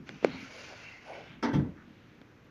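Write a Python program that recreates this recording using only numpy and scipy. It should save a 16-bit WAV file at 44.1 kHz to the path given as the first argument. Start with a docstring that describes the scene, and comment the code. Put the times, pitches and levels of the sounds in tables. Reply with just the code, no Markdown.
"""Old lift door sliding shut

Inside a wood-panelled cabin, sharp knocks set the door off and it rubs and hisses along its track.
It clacks against the frame, ringing its panel and metal catch and shaking a loose fitting, then
settles into the cabin shell with a low thud. Ventilation, a faint hum and a thin whine sit underneath."""
import sys
import numpy as np
from scipy import signal
from scipy.fft import rfft, irfft
from scipy.io import wavfile

SR = 44100
rng = np.random.default_rng(int(sys.argv[2]) if len(sys.argv) > 2 else 0)


def master(y):
    """Save y as 16-bit WAV."""
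    cut = np.clip(np.atleast_2d(y).T, -1, 1)
    pcm = np.round(cut * 32767)  # scale
    wavfile.write(sys.argv[1], SR, pcm.astype(np.int16))


N = 110250
T = np.arange(N) / SR

# Fader curves for the track rub, its treble hiss and the cabin rumble: time_s, level_db
RUB_FADER = [(0.03, -127), (0.07, -55), (0.19, -59), (0.27, -49.5), (0.42, -51), (0.5, -52.5), (0.62, -49),
             (0.8, -52.5), (0.88, -52), (1.0, -60), (1.07, -55.5), (1.15, -52), (1.22, -53), (1.32, -55),
             (1.41, -63.5), (1.5, -78)]
HISS_FADER = [(0.04, -84), (0.07, -66.5), (0.2, -69), (0.3, -66), (0.4, -60.5), (0.5, -60), (0.62, -55.5),
              (0.78, -60.5), (0.9, -64), (1.0, -69.5), (1.14, -65.5), (1.33, -75.5), (1.44, -100)]
RUMBLE_FADER = [(0, -45), (0.06, -54), (0.16, -48.5), (0.2, -62), (0.3, -43.5), (0.43, -52.5), (0.51, -67),
                (0.75, -72), (1.0, -75), (1.23, -58), (1.4, -53.5), (1.72, -55), (1.88, -57.5),
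                (2.05, -61.5), (2.5, -66.5)]
# Tight spots on the track, each a resonant swell: peak_s, level_db, spread_s, pitch_hz, nominal_width_hz
DRAGS = [(0.334, -56, 0.042, 4020, 600), (0.336, -55.5, 0.039, 820, 450), (0.386, -52, 0.053, 2220, 322),
         (0.41, -79, 0.037, 11000, 1300), (0.457, -55.5, .018, 1410, 130),
         (0.57, -79.5, 0.048, 10400, 1200), (0.573, -52, 0.054, 527, 153), (0.726, -52, 0.023, 594, 390),
         (0.876, -54, 0.047, 2700, 129), (0.878, -53.5, 0.018, 2300, 170), (0.96, -57, 0.076, 2080, 280),
         (1.109, -44, 0.028, 663, 324), (1.11, -80, .035, 9700, 1200), (1.145, -55, 0.03, 2160, 417),
         (1.179, -49, 0.051, 520, 344), (1.318, -64, 0.034, 3300, 647), (1.778, -62.5, 0.0075, 1460, 700),
         (1.805, -60, 0.023, 1490, 600), (2.005, -69, 0.15, 2350, 1840)]

# Short dry knocks: start_s, body_db, snap_db, tick_db, boom_db
KNOCKS = [(0.0919, -29, -14.5, -24.5, -48.5), (0.2274, -24, -31, -54, -38), (0.2432, -33, -25, -29, -60),
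          (0.2466, 1.5, -1.5, -40, -32), (1.7703, -58, -39, -53, -67), (2.2157, -36, -34, -39, -68)]
# The door meets the frame, rebounds and seats: start_s, clack_db, panel_db, thud_db
FRAME_HITS = [(1.4251, -32, -33.5, -54), (1.4308, -31.5, -26.5, -62), (1.443, -32.5, -22, -55),
              (1.482, -43.5, -27.5, -36), (1.511, -55, -46, -39), (1.533, -36, -27.5, -25.5),
              (1.548, -50, -32.5, -21.5), (1.584, -58, -44.5, -25.5), (1.642, -65, -41, -44),
              (1.874, -64, -59.5, -53.5)]
# Hits on the cabin wall, door edge, metal catch and loose fitting: start_s, level_db
WALL_BUMPS = [(0.251, -28), (0.266, -26), (0.282, -30.5), (0.346, -41.5), (0.384, -40.5), (0.426, -36.5),
              (2.209, -45.5)]
EDGE_HITS = [(1.4281, -29.5), (1.4343, -31.5)]
CATCH_HITS = [(1.4323, -43.5), (1.53, -49.5), (1.546, -46.5)]
FITTING_HITS = [(1.468, -42), (1.492, -51), (1.518, -33.5), (1.549, -41), (1.596, -40.5)]

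# The four damped layers of a knock: pitch_hz, gain_db, t60_s
BODY_MODES = [(358, -3, 0.01), (499, 0, 0.0084), (910, -43, 0.0034)]
SNAP_MODES = [(1516, -18.5, 0.011), (2240, -15, 0.0087), (3380, -35, 0.0045), (4150, -25, 0.0038),
              (7220, -33, 0.0048)]
TICK_MODES = [(1650, -5, 0.00074), (3370, -8.5, 0.0073), (4800, -8, 0.00083)]
CRACK_MODES = [(8300, -46, 0.0042), (9200, -65, 0.0052), (12000, -54, 0.0025)]
# The ring of each struck part of the door and cabin: pitch_hz, gain_db, t60_s
PANEL_MODES = [(239, 6, 0.18), (281, 1, 0.52), (382, -10.5, 0.18), (526, -7.5, 0.12), (866.4, -7, 0.16),
               (904, -6.5, 0.21), (975, -10.5, 0.21), (1038, -16.5, 0.26), (1120, -15, 0.17),
               (1197, -23, 0.28), (1338, -14, 0.21), (1522, -11, 0.18), (1890, -21, 0.12),
               (1966, -16.5, 0.22)]
SHELL_MODES = [(60.7, -23.5, 0.66), (86.5, -11.5, 0.45), (145.2, -1.5, 0.31), (187.5, -5, 0.35),
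               (248, -12, 0.32), (277.1, -5.5, 0.27), (308.3, -0.5, 0.15)]
WALL_MODES = [(198, -6, 0.047), (271, -4, 0.13)]
EDGE_MODES = [(920, -5.5, 0.086), (1349, 0, 0.085), (1900, -12.5, 0.06), (2190, -15, .14),
              (3440, -17, 0.042), (5320, -13, 0.051), (6160, -22, .04)]
CATCH_MODES = [(2650, -7.5, 0.083), (3240, -2.5, 0.15), (3510, -9.5, 0.22), (5120, -23, 0.12),
               (5700, -10.5, 0.087), (5860, -19, 0.24), (8060, -23, 0.065), (11600, -26, 0.11),
               (11860, -29, 0.078)]
FITTING_MODES = [(1565, -2.5, 0.058), (1680, -16, .05)]
# The clack's tail by band, highs dying first: centre_hz, t60_s
CLACK_DECAY = [(300, 0.42), (1500, 0.3), (5000, 0.14), (12000, 0.062)]

# Tone curves of the noise layers: frequency_hz, relative_db
RUB_EQ = [(80, 1.5), (400, -4), (850, -2.5), (1120, -5), (1480, 1), (1850, -2.5), (2200, 2), (2950, -2),
          (3600, -11.5), (4400, -16), (6500, -47), (8000, -39.5)]
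HISS_EQ = [(2500, -12), (3600, 2), (4600, 7), (6000, 4.5), (7000, -2.5), (8000, -29), (11200, -20),
           (15000, -41.5)]
RUMBLE_EQ = [(25, -22), (60, -4), (110, -2.5), (170, 2), (270, 2.5), (360, -8.5), (600, -25), (1500, -66.5)]
BOOM_EQ = [(30, -38), (100, -18), (190, -6), (270, 0.5), (340, -9.5), (500, -14), (900, -21.5), (2500, -30),
           (6000, -40.5), (8000, -73)]
CLACK_EQ = [(150, -2.5), (350, 10.5), (700, -0.5), (950, -1), (1400, -2.5), (2100, -1.5), (2500, -14),
            (3000, -11), (4300, -12.5), (5300, -12.5), (6200, -12.5), (6700, -25.5), (8000, -33.5),
            (12500, -44), (15000, -60)]
THUD_EQ = [(25, -18), (60, -14), (120, 0.5), (280, 2), (400, -11.5), (600, -14.5), (1000, -33.5),
           (2500, -42)]
VENT_EQ = [(25, -11), (66, -9.5), (113, -2), (247, -13), (330, -10), (480, -11.5), (650, -18.5),
           (1020, -18.5), (1560, -17.5), (2500, -21.5), (3300, -29), (5000, -35), (6200, -34.5),
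           (7050, -41.5), (8000, -52), (12000, -50.5), (15500, -65)]


def door_knocks():
    """Heavily damped knocks with a bright crack, then the cabin's boom and soft bumps of its wall."""
    starts, body_db, snap_db, tick_db, boom_db = np.transpose(KNOCKS)
    knock = strike(starts, body_db, BODY_MODES)
    knock += strike(starts, snap_db, SNAP_MODES)
    knock += strike(starts, tick_db, TICK_MODES)
    knock = roll_off(knock, "low", hz=7000)  # the give of the contact dulls the top
    crack = strike(starts, snap_db, CRACK_MODES)
    boom = hit_envelope(starts, boom_db, rise_s=0.0012, t60_s=0.24) * noise(BOOM_EQ)
    bumps = strike(*np.transpose(WALL_BUMPS), WALL_MODES)
    return knock + crack + boom + bumps


def door_slide():
    """The door rubs and hisses along its track, drags on tight spots and shakes the cabin."""
    rub = fader(RUB_FADER) * friction(RUB_EQ, grain_db=1.5)
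    hiss = fader(HISS_FADER) * friction(HISS_EQ, grain_db=2.0)
    track = (rub + hiss) * from_db(0.8 * wobble())  # the runners roll unevenly
    for peak_s, db, spread_s, hz, width_hz in DRAGS:
        swell = from_db(db) * np.exp(-0.5 * ((T - peak_s) / spread_s) ** 2)
        track += swell * noise(resonance(hz, width_hz))
    return track + fader(RUMBLE_FADER) * noise(RUMBLE_EQ)


def friction(eq, grain_db, grain_samples=32, step_s=0.125):
    """Countless tiny slips of uneven size; the resonances they excite shift along the track."""
    grain = np.repeat(rng.standard_normal(N // grain_samples + 1), grain_samples)[:N]
    slips = rng.standard_normal(N) * from_db(grain_db * grain)
    rub = np.zeros(N)
    for centre_s in np.arange(0, T[-1], step_s):
        crossfade = np.sqrt(np.maximum(1 - np.abs(T - centre_s) / step_s, 0))
        rub += crossfade * door_ripple(slips, depth_db=4)
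    return equalise(rub, eq)


def door_ripple(x, depth_db, spacing_hz=45):
    """The door's dense small resonances ripple the spectrum, less so in the bass."""
    hz = np.arange(N // 2 + 1) * SR / N
    ripple = np.interp(hz / spacing_hz, np.arange(2000), rng.standard_normal(2000))
    return irfft(rfft(x) * from_db(depth_db * ripple * hz / (hz + 600)), N)


def door_shut():
    """Hard contacts clack and ring the panel; the door's weight then thuds into the cabin shell."""
    starts, clack_db, panel_db, thud_db = np.transpose(FRAME_HITS)
    panel = strike(starts, panel_db - 7.5, PANEL_MODES, scatter_db=2)
    panel = roll_off(panel, "high", hz=172)  # the panel radiates little bass
    shell = strike(starts, thud_db - 2.5, SHELL_MODES, scatter_db=2)
    thud = hit_envelope(starts, thud_db - 4, rise_s=0.0008, t60_s=0.39) * noise(THUD_EQ)
    return panel + shell + thud + frame_clack(starts, clack_db)


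def frame_clack(starts, levels_db):
    """Each contact excites the door's dense resonances in a burst that darkens as it dies."""
    texture = door_ripple(rng.standard_normal(N), depth_db=3.5)
    spectrum = rfft(equalise(texture, CLACK_EQ))
    hz = np.maximum(np.arange(len(spectrum)) * SR / N, 1)
    centres_hz, t60s = np.transpose(CLACK_DECAY)
    clack = np.zeros(N)
    for band_weights, t60_s in zip(np.eye(len(centres_hz)), t60s):
        band = irfft(spectrum * np.interp(np.log(hz), np.log(centres_hz), band_weights), N)
        clack += band * hit_envelope(starts, levels_db, rise_s=0.0032, t60_s=t60_s)
    return clack


def door_hardware():
    """The door edge clangs, the metal catch rings as it drops home and a loose fitting rattles."""
    parts = (EDGE_HITS, EDGE_MODES), (CATCH_HITS, CATCH_MODES), (FITTING_HITS, FITTING_MODES)
    return sum(strike(*np.transpose(hits), modes, scatter_db=2) for hits, modes in parts)


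def room_tone():
    """A bed of ventilation noise with a faint two-note hum and a thin, unsteady whine."""
    hum = sum(tone(db, cycles=hz * T + rng.random()) for hz, db in [(247.6, -68.5), (306.8, -69)])
    whine_hz = 12390 + 30 * wobble()
    whine = tone(db=-93 + 2 * wobble(), cycles=np.cumsum(whine_hz) / SR)
    return from_db(-59.5) * noise(VENT_EQ) + hum + whine


def strike(starts, levels_db, modes, scatter_db=0):
    """Hits set damped modes ringing; scatter varies each mode's strength from hit to hit."""
    out = np.zeros(N)
    offsets_db = scatter_db * rng.standard_normal((len(starts), len(modes)))
    age = T[:SR // 2]
    for k, (hz, mode_db, t60_s) in enumerate(modes):
        ring = (-1) ** k * np.sin(2 * np.pi * hz * age) * from_db(-60 * age / t60_s)
        for start_s, hit_db, offset_db in zip(starts, levels_db, offsets_db[:, k]):
            i = int(start_s * SR)
            out[i:i + len(ring)] += ring[:N - i] * from_db(mode_db + hit_db + offset_db)
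    return out


def hit_envelope(starts, levels_db, rise_s, t60_s):
    """Attack and tail of dense ringing; overlapping hits add in energy."""
    age = np.maximum(T - starts[:, None], 0)
    attack = 1 - np.exp(-age / rise_s)
    tail = from_db(levels_db[:, None] - 60 * age / t60_s)
    return np.sqrt(np.sum((attack * tail) ** 2, axis=0))


def resonance(pitch_hz, width_hz):
    """EQ curve of a steep-sided band, 1.5 times width_hz across at -6 dB."""
    hz = np.geomspace(100, 16000, 600)
    detuning = (hz ** 2 - pitch_hz ** 2) / (hz * width_hz * 1.5)
    return np.c_[hz, -20 * np.log10(1 + detuning ** 4)]


def equalise(x, eq):
    """Shape a sound with an EQ curve, rolling off past both ends; rms 1."""
    hz = np.maximum(np.arange(N // 2 + 1) * SR / N, 1)
    points_hz, points_db = np.transpose(eq)
    gain = from_db(np.interp(np.log(hz), np.log(points_hz), points_db))
    low_cut = np.minimum(hz / points_hz[0], 1) ** 2
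    high_cut = np.minimum(points_hz[-1] / hz, 1) ** 2
    shaped = irfft(rfft(x) * gain * low_cut * high_cut, N)
    return shaped / np.std(shaped)


def noise(eq):
    """Steady noise through an EQ curve; rms 1."""
    return equalise(rng.standard_normal(N), eq)


def wobble():
    """Quick random modulation, mostly 10 to 50 Hz; rms 1."""
    return noise([(10, 0), (50, 0)])


def tone(db, cycles):
    """A sine at an rms level, its phase counted in cycles."""
    return np.sqrt(2) * from_db(db) * np.sin(2 * np.pi * cycles)


def roll_off(x, passband, hz, order=2):
    """A gentle low-pass or high-pass."""
    return signal.sosfilt(signal.butter(order, hz, passband, fs=SR, output="sos"), x)


def fader(curve):
    """Gain over time from a fader curve."""
    return from_db(np.interp(T, *np.transpose(curve)))


def from_db(db):
    """Decibels to gain."""
    return 10 ** (np.asarray(db) / 20)


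def scene():
    """The mono mix inside the cabin."""
    return (door_slide() + door_knocks() + door_shut() + door_hardware() + room_tone())[None]


def record(dry):
    """Master EQ: ease off the deepest bass and cut the very top steeply."""
    trimmed = roll_off(dry, "high", hz=25, order=1)
    top_cut = signal.ellip(10, 0.1, 70, 15500, fs=SR, output="sos")
    return signal.sosfilt(top_cut, trimmed)


dry = scene()
out = record(dry)
master(out)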